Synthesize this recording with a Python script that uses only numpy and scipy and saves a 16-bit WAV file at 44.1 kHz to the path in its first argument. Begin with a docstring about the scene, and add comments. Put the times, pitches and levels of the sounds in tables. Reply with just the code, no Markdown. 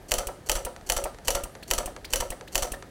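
"""In a workshop, a gloved hand pumps a motorcycle's front brake lever seven times.
Each time it slips from the fingers, clacks on its stop, rebounds, rattles and is caught, with ticks and glove squeaks.
The contacts are coloured noise bursts; handlebar and fairing answer with decaying modes and dense panel noise.
Squeaks and thin high whistles are gliding tones. Direct sound and room reverberation reach the microphone
over a steady room tone, with the extreme treble cut."""
import sys
import numpy as np
from scipy import signal
from scipy.fft import rfft, irfft
from scipy.io import wavfile
from scipy.ndimage import uniform_filter1d

SR = 44100
rng = np.random.default_rng(int(sys.argv[2]) if len(sys.argv) > 2 else 0)


def file_out(sig):
    """Save sig as 16-bit WAV at sys.argv[1]."""
    # one column per channel
    cols = np.atleast_2d(sig).T
    # limit, then scale
    lim = np.clip(cols, -1, 1)
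    pcm = np.round(lim * 32767).astype(np.int16)
    wavfile.write(sys.argv[1], SR, pcm)


N = 127890  # samples in the whole scene
SIZE = 32768  # samples in one event
AGE = np.arange(SIZE) / SR  # seconds since an event began

# The lever hits its stop. Each row: start in seconds, relative level in dB.
CLACKS = [(.1178, -0.5), (0.4961, -0.5), (.8989, -0.5), (1.2819, 0), (1.7116, 0), (2.135, 0), (2.5550, 0)]
# It rebounds. Each row: start in seconds, relative level in dB.
REBOUNDS = [(.1392, -3), (0.516, -3), (0.9208, -3.5), (1.3044, -3.5), (1.7353, -4), (2.1581, -4),
            (2.5784, -5)]
# It rattles to rest. Each row: start in seconds, relative level in dB.
RATTLES = [(.1812, -9), (0.553, -11), (0.9648, -8.5), (1.3484, -8.5), (1.7798, -8), (2.2011, -9.5),
           (2.623, -8.5)]
# The fingers catch it. Each row: start in seconds, relative slap level in dB, relative dull knock level in dB.
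CATCHES = [(.2700, -10.5, -5.5), (0.6495, -10, -4.5), (1.0393, -10, -1), (1.4361, -12, -12),
           (1.8584, -12, -8.5), (2.3030, -11.5, -10.5), (2.7187, -11.5, -9)]
# Small ticks as it is squeezed. Each row: start in seconds, relative level in dB.
TICKS = [(.7630, -22.5), (.8110, -31), (1.1455, -27), (1.1860, -27), (1.4095, -29), (1.5518, -21.5),
         (1.9634, -19), (2.4102, -19.5), (2.8243, -20)]
# The rubber glove squeaks. Each row: start in seconds, relative level in dB, start in Hz, end in Hz.
SQUEAKS = [(1.624, -38.5, 1613, 4060), (1.873, -44, 1766, 1810), (2.043, -33.5, 1613, 4530),
           (2.318, -39, 1775, 1920), (2.473, -42, 1640, 4050), (2.734, -35.5, 1757, 1820)]
# Faint falling whistles. Each row: start in seconds, length in seconds, start in Hz, end in Hz,
# relative level in dB.
WHISTLES = [(0.0, .07, 12750, 12000, -65), (1.49, .13, 12100, 10100, -64)]
# A rattle is a quick run of touches. 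Each row: delay in seconds, level change in dB.
TOUCHES = [(0.0, -2), (.0033, 1.5), (.0078, -8)]
# The bar rocks against the fairing afterwards. Each row: delay in seconds, level change in dB.
ROCKING = [(.003, -1), (.021, -0.5), (.049, -7)]

# Colours of the contacts. Each row: frequency in Hz, relative level in dB per Hz.
CLACK_COLOUR = [(300, -24.5), (900, -8.5), (1500, -10), (1950, -2.5), (2330, -8), (2650, -1), (3050, 1.5),
                (3350, -9), (3800, -12), (4600, -3), (4950, -11.5), (5700, -2.5), (6450, -8), (7100, -2.5),
                (8500, -7.5), (10200, -9.5), (11000, -15.5), (11900, -6.5), (13100, -15.5), (15500, -11.5),
                (17000, -36)]
REBOUND_COLOUR = [(400, -2), (1300, -13.5), (2050, -10.5), (2330, -20), (2950, -5.5), (3750, -14),
                  (4500, -6.5), (5100, -16.5), (5850, 1), (6600, -8), (7500, -3.5), (8500, -11.5),
                  (9500, -10.5), (10400, -3), (11200, -13), (13500, -15), (14600, -12), (17000, -38)]
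RATTLE_COLOUR = [(400, -23), (1300, -3), (1600, -10), (2100, -8), (2400, -14), (3000, -5.5), (3800, -13),
                 (4400, -7), (5200, -14), (5900, -0.5), (6700, -10.5), (7800, -4), (8800, -11), (10100, -9),
                 (11500, -16), (13200, -18), (14500, -10.5), (17000, -39)]
SLAP_COLOUR = [(400, 6), (1500, -16), (2300, -10.5), (2600, 1.5), (3200, -4), (3600, -14.5), (4100, -8),
               (4900, -11.5), (5800, -4), (6900, -4.5), (8200, 1), (9200, 2.5), (9700, -2.5), (10200, -3.5),
               (10600, -0.5), (12800, -10), (14500, -4), (17000, -15)]
SLIP_COLOUR = [(400, 10), (1200, -8.5), (2400, -9), (3000, -3), (3700, -20), (4500, 3), (5000, -9),
               (5900, 0), (9200, -3), (10200, -10), (12500, -7), (16000, -22)]
TICK_COLOUR = [(240, -84), (400, 10), (719, 1), (1680, 0), (3210, -11), (4730, -7.5), (5190, -21),
               (5780, -7.5), (11600, -24), (16000, -51)]
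# The dull knock after the catch. Each row: frequency in Hz, relative level in dB per Hz.
KNOCK_COLOUR = [(200, -26), (450, -10), (620, -4.5), (950, -4), (1300, -9), (1600, -14), (2600, -27),
                (5000, -22), (16000, -62)]
# Dense panel ringing. Each row: frequency in Hz, relative level in dB per Hz.
PANEL_COLOUR = [(150, -25.5), (300, -9), (430, -10.5), (540, 4), (720, -2), (1000, -12.5), (1400, -15.5),
                (2200, -17), (5000, -50), (16000, -77)]
# Modes of handlebar and fairing. Each row: nominal frequency in Hz, nominal relative level in dB,
# time to fall 60 dB in seconds.
BODY_MODES = [(341, -51.5, 0.22), (370.5, -45, 0.26), (495.2, -42, 0.2), (547.6, -33, 0.14),
              (596.6, -37, 0.17), (693.7, -34.5, .12), (725, -33, 0.065), (830, -41, 0.1),
              (917.4, -35, 0.07), (1007, -42.5, 0.052), (1223, -50, 0.44), (1322, -43.5, 0.12),
              (1338, -44.5, 0.22)]
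# Drive of the body in dB, in this order: clack, rebound, rattle, knock, tick.
DRIVE_DB = (2.5, 2, 8.5, 3, 5)
# Colour of the workshop's reverberation. Each row: frequency in Hz, relative level in dB.
ROOM_COLOUR = [(100, 8), (500, -9.5), (1200, -15.5), (3000, -11.5), (6500, -17), (10000, -13.5),
               (16000, -17)]
# Its decay. Each row: frequency in Hz, time to fall 60 dB in seconds.
ROOM_T60 = [(200, 0.27), (1000, 0.3), (4000, 0.34), (8000, 0.37), (16000, 0.2)]
# Colour of the room tone. Each row: frequency in Hz, relative level in dB.
FLOOR_COLOUR = [(19, -37), (32, 3.5), (237, -7), (431, -9), (744, -10), (1070, -20.5), (1430, -21),
                (1670, -18), (2460, -26.5), (4710, -28.5), (5230, -30.5), (10600, -33), (16000, -42)]

CONTACT_DB, PANEL_DB, KNOCK_DB, FLOOR_DB = 6, -6.5, -7, -48
SLIP_LEAD_S, SLIP_DB = 0.0365, -18  # the glove slides off before each clack
FLICK_LEAD_S, FLICK_DB = 0.0079, -13  # and the fingertips let go
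BUZZ_DELAY_S, BUZZ_DB = 0.0115, -13.5  # the loose lever buzzes on its pivot after the rebound
KNOCK_DELAY_S, TICK_KNOCK_DELAY_S = 0.016, 0.0095  # the body answers after a catch or a tick
KNOCK_LEAD_S = 0.00354  # the soft blow comes just ahead of the ringing
ALIKE = 0.39  # share of a contact's noise power that repeats from pump to pump
GRAIN_S = 0.001136  # spacing of the level changes within a rattle or rub
LOW_CUT_HZ = 340  # the small hard parts radiate little bass
GRIP_DETUNE, BODY_SPREAD_DB = 0.0303, 3  # typical shift of a mode, as a share of its pitch and in level
BODY_RISE_S = 0.0004  # the modes take a moment to build up
SQUEAK_RISE_S, SQUEAK_SWELL_S, SQUEAK_RASP = 0.008, 0.0067, 0.35  # pitch leap, swell peak, noise share
STOPBAND_HZ = 16700


def lever():
    """Hard parts and fingers meet in short cracks: slip, flick, clack, rebound, buzz, rattle, catch, tick."""
    slips = [(s - SLIP_LEAD_S, db + SLIP_DB) for s, db in CLACKS]
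    flicks = [(s - FLICK_LEAD_S, db + FLICK_DB) for s, db in CLACKS]
    buzzes = [(s + BUZZ_DELAY_S, db + BUZZ_DB) for s, db in REBOUNDS]
    touches = followed(RATTLES, TOUCHES)
    slaps = [(s, slap_db) for s, slap_db, _ in CATCHES]

    out = contacts(slips, SLIP_COLOUR, attack_s=0.011, t60=0.076,
                   ring_db=-22, ring_t60=0.089, grain_db=10.5)
    out += contacts(flicks, REBOUND_COLOUR, attack_s=0.0002, t60=0.027, ring_db=-38, ring_t60=0.05)
    out += contacts(CLACKS, CLACK_COLOUR, attack_s=0.00031, t60=0.0074, ring_db=-14.5, ring_t60=0.054)
    out += contacts(REBOUNDS, REBOUND_COLOUR, attack_s=0.00063, t60=0.0065, ring_db=-21, ring_t60=0.12)
    out += contacts(buzzes, SLIP_COLOUR, attack_s=0.00076, t60=0.017,
                    ring_db=-15, ring_t60=0.22, grain_db=3)
    out += contacts(touches, RATTLE_COLOUR, attack_s=0.00047, t60=0.017,
                    ring_db=-16, ring_t60=0.15, grain_db=11.5)
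    out += contacts(slaps, SLAP_COLOUR, attack_s=0.00026, t60=0.045,
                    ring_db=-30, ring_t60=0.1, grain_db=3)
    out += contacts(TICKS, TICK_COLOUR, attack_s=0.00019, t60=0.01, ring_db=-12, ring_t60=0.027)
    low_cut = signal.butter(2, LOW_CUT_HZ, "high", fs=SR, output="sos")
    return from_db(CONTACT_DB) * signal.sosfilt(low_cut, out)


def contacts(rows, spectrum, attack_s, t60, ring_db, ring_t60, grain_db=0):
    """A noisy crack and a weaker ring per row, partly alike; grain breaks them into tiny clicks."""
    attack = 1 - np.exp(-AGE / attack_s)
    shape = attack * (dying(t60) + from_db(ring_db) * dying(ring_t60))
    common = rng.standard_normal(SIZE)
    out = 0
    for s, db in rows:
        noise = np.sqrt(ALIKE) * common + np.sqrt(1 - ALIKE) * rng.standard_normal(SIZE)
        grain = np.interp(AGE / GRAIN_S, np.arange(SIZE), rng.uniform(-1, 1, SIZE))
        burst = shape * noise * from_db(grain_db * grain)
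        out = out + place(s, from_db(db) * coloured(burst, spectrum))
    return out


def bodywork():
    """Every blow sets the handlebar and fairing ringing; the catch adds a soft knock."""
    knocks = [(s + KNOCK_DELAY_S, knock_db) for s, _, knock_db in CATCHES]
    tick_knocks = [(s + TICK_KNOCK_DELAY_S, db) for s, db in TICKS]
    kinds = (CLACKS, REBOUNDS, followed(RATTLES, ROCKING), knocks, tick_knocks)
    blows = [(s, db + drive_db) for rows, drive_db in zip(kinds, DRIVE_DB) for s, db in rows]

    modes = sum(place(s, from_db(db) * body_ring()) for s, db in blows)
    panels = contacts(blows, PANEL_COLOUR, attack_s=0.0015, t60=0.051, ring_db=-52, ring_t60=0.067)
    soft_blows = [(s - KNOCK_LEAD_S, db) for s, db in knocks]
    thuds = contacts(soft_blows, KNOCK_COLOUR, attack_s=0.0032, t60=0.021, ring_db=-11, ring_t60=0.26)
    return modes + from_db(PANEL_DB) * panels + from_db(KNOCK_DB) * thuds


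def body_ring():
    """Decaying modes after one blow; the changing grip shifts their tuning, and their strengths vary."""
    hz, db, t60 = np.transpose(BODY_MODES)[:, :, None]
    detune, spread = rng.standard_normal((2, len(BODY_MODES), 1))
    tone = np.sin(2 * np.pi * hz * (1 + GRIP_DETUNE * detune) * AGE)
    modes = tone * dying(t60) * from_db(db + BODY_SPREAD_DB * spread)
    signs = (-1) ** np.arange(len(BODY_MODES))  # neighbouring modes start in opposite directions
    return signs @ modes * (1 - np.exp(-AGE / BODY_RISE_S))


def shudder(rows, level_db, hz, t60, lead_s, rise_s):
    """The handlebar sways for a few slow, dying cycles around each blow."""
    swing = np.sin(2 * np.pi * hz * AGE) * dying(t60) * (1 - np.exp(-AGE / rise_s))
    return sum(place(row[0] - lead_s, from_db(level_db) * swing) for row in rows)


def glove():
    """Rubber slips on the lever: a rough chirp, jittered in pitch, that moves upward."""
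    swell = AGE / SQUEAK_SWELL_S
    shape = swell ** 2 * np.exp(2 * (1 - swell))
    out = 0
    for s, db, start_hz, end_hz in SQUEAKS:
        leap = 1 - np.exp(-(AGE / SQUEAK_RISE_S) ** 4)
        hz = start_hz + (end_hz - start_hz) * leap
        jitter = 1 + 0.47 * rng.standard_normal(SIZE)
        phase = 2 * np.pi * np.cumsum(hz * jitter) / SR
        rasp = SQUEAK_RASP * signal.lfilter([1], [1, -0.5], rng.standard_normal(SIZE))
        chirp = np.sin(phase) + 0.21 * np.sin(2 * phase) + rasp
        out = out + place(s, from_db(db) * shape * chirp)
    return out


def whistles(flutter_s=0.0093):
    """Thin, fluttering high tones glide down, with a random level and a jittered pitch."""
    out = 0
    for s, length, start_hz, end_hz, db in WHISTLES:
        along = np.clip(AGE / length, 0, 1)
        glide_hz = start_hz + (end_hz - start_hz) * along
        hz = glide_hz * (1 + 0.048 * rng.standard_normal(SIZE))
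        flutter = np.interp(AGE / flutter_s, np.arange(SIZE), rng.standard_normal(SIZE))
        shape = np.sqrt(np.abs(np.sin(np.pi * along)))
        tone = np.sin(2 * np.pi * np.cumsum(hz) / SR)
        out = out + place(s, from_db(db) * flutter * shape * tone)
    return out


def workshop(x, build_s=0.017):
    """Diffuse reverberation: bands of noise that build up, then die each at its own rate."""
    edges = np.geomspace(100, 18000, 12)
    tail = 0
    for low, high in zip(edges, edges[1:]):
        hz = np.sqrt(low * high)
        band_filter = signal.butter(2, [low, high], "band", fs=SR, output="sos")
        band = signal.sosfilt(band_filter, rng.standard_normal(SIZE))
        build = 1 - np.exp(-(AGE / build_s) ** 2)
        band = unit(band * dying(at_hz(ROOM_T60, hz)) * build)
        width_gain = np.sqrt(2 * (high - low) / SR)  # wider bands carry more energy
        tail = tail + band * from_db(at_hz(ROOM_COLOUR, hz)) * width_gain
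    return signal.fftconvolve(x, tail)[:N]


def room_tone():
    """Steady low rumble and hiss: noise coloured in the spectrum."""
    bins = rfft(rng.standard_normal(N))
    hz = np.arange(len(bins)) * SR / N
    tone = irfft(bins * from_db(at_hz(FLOOR_COLOUR, hz)), N)
    return from_db(FLOOR_DB) * np.sqrt(N) * unit(tone)


def followed(rows, pattern):
    """Every row sets off the same short pattern of blows."""
    return [(s + delay, db + change_db) for s, db in rows for delay, change_db in pattern]


def coloured(x, spectrum):
    """Minimum-phase filter that gives a burst the broad outline of a spectrum, at energy 1."""
    bins = rfft(x)
    outline = np.sqrt(uniform_filter1d(np.abs(bins) ** 2, size=400) + 1e-12)
    hz = np.arange(len(bins)) * SR / SIZE
    cepstrum = irfft(np.log(from_db(at_hz(spectrum, hz)) / outline))
    # Folding the cepstrum onto its first half keeps the filter from sounding early.
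    response = np.exp(rfft(2 * cepstrum[:SIZE // 2], SIZE))
    return unit(irfft(bins * response))


def place(s, sound):
    """Put a sound at a time in seconds on an empty track."""
    i = max(int(s * SR), 0)
    return np.pad(sound, (i, N))[:N]


def dying(t60):
    """Exponential decay that falls 60 dB in t60 seconds."""
    return from_db(-60 * AGE / t60)


def unit(x):
    """Scale to energy 1."""
    return x / np.sqrt(np.sum(x ** 2) + 1e-20)


def at_hz(points, hz):
    """Read a table on a log-frequency axis."""
    f, value = np.transpose(points)
    return np.interp(np.log(hz + 1), np.log(f), value)


def from_db(db):
    """Decibels to amplitude gain."""
    return 10 ** (np.asarray(db) / 20)


def scene():
    """Direct sound and its reverberation, over the handlebar's shudder and the room tone."""
    direct = lever() + bodywork() + glove() + whistles()
    low = shudder(CLACKS, level_db=-26.5, hz=36, t60=0.3, lead_s=0.0034, rise_s=0.0013)
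    low += shudder(RATTLES, level_db=-21.5, hz=34.4, t60=0.14, lead_s=0.001, rise_s=0.0012)
    low += shudder(CATCHES, level_db=-25.5, hz=35, t60=0.11, lead_s=0.0028, rise_s=0.0024)
    return (direct + workshop(direct) + low + room_tone())[None]


def record(dry):
    """A steep low-pass cuts the extreme treble, 60 dB down from the stopband edge."""
    return signal.sosfilt(signal.cheby2(16, 60, STOPBAND_HZ, fs=SR, output="sos"), dry)


dry = scene()
out = record(dry)
file_out(out)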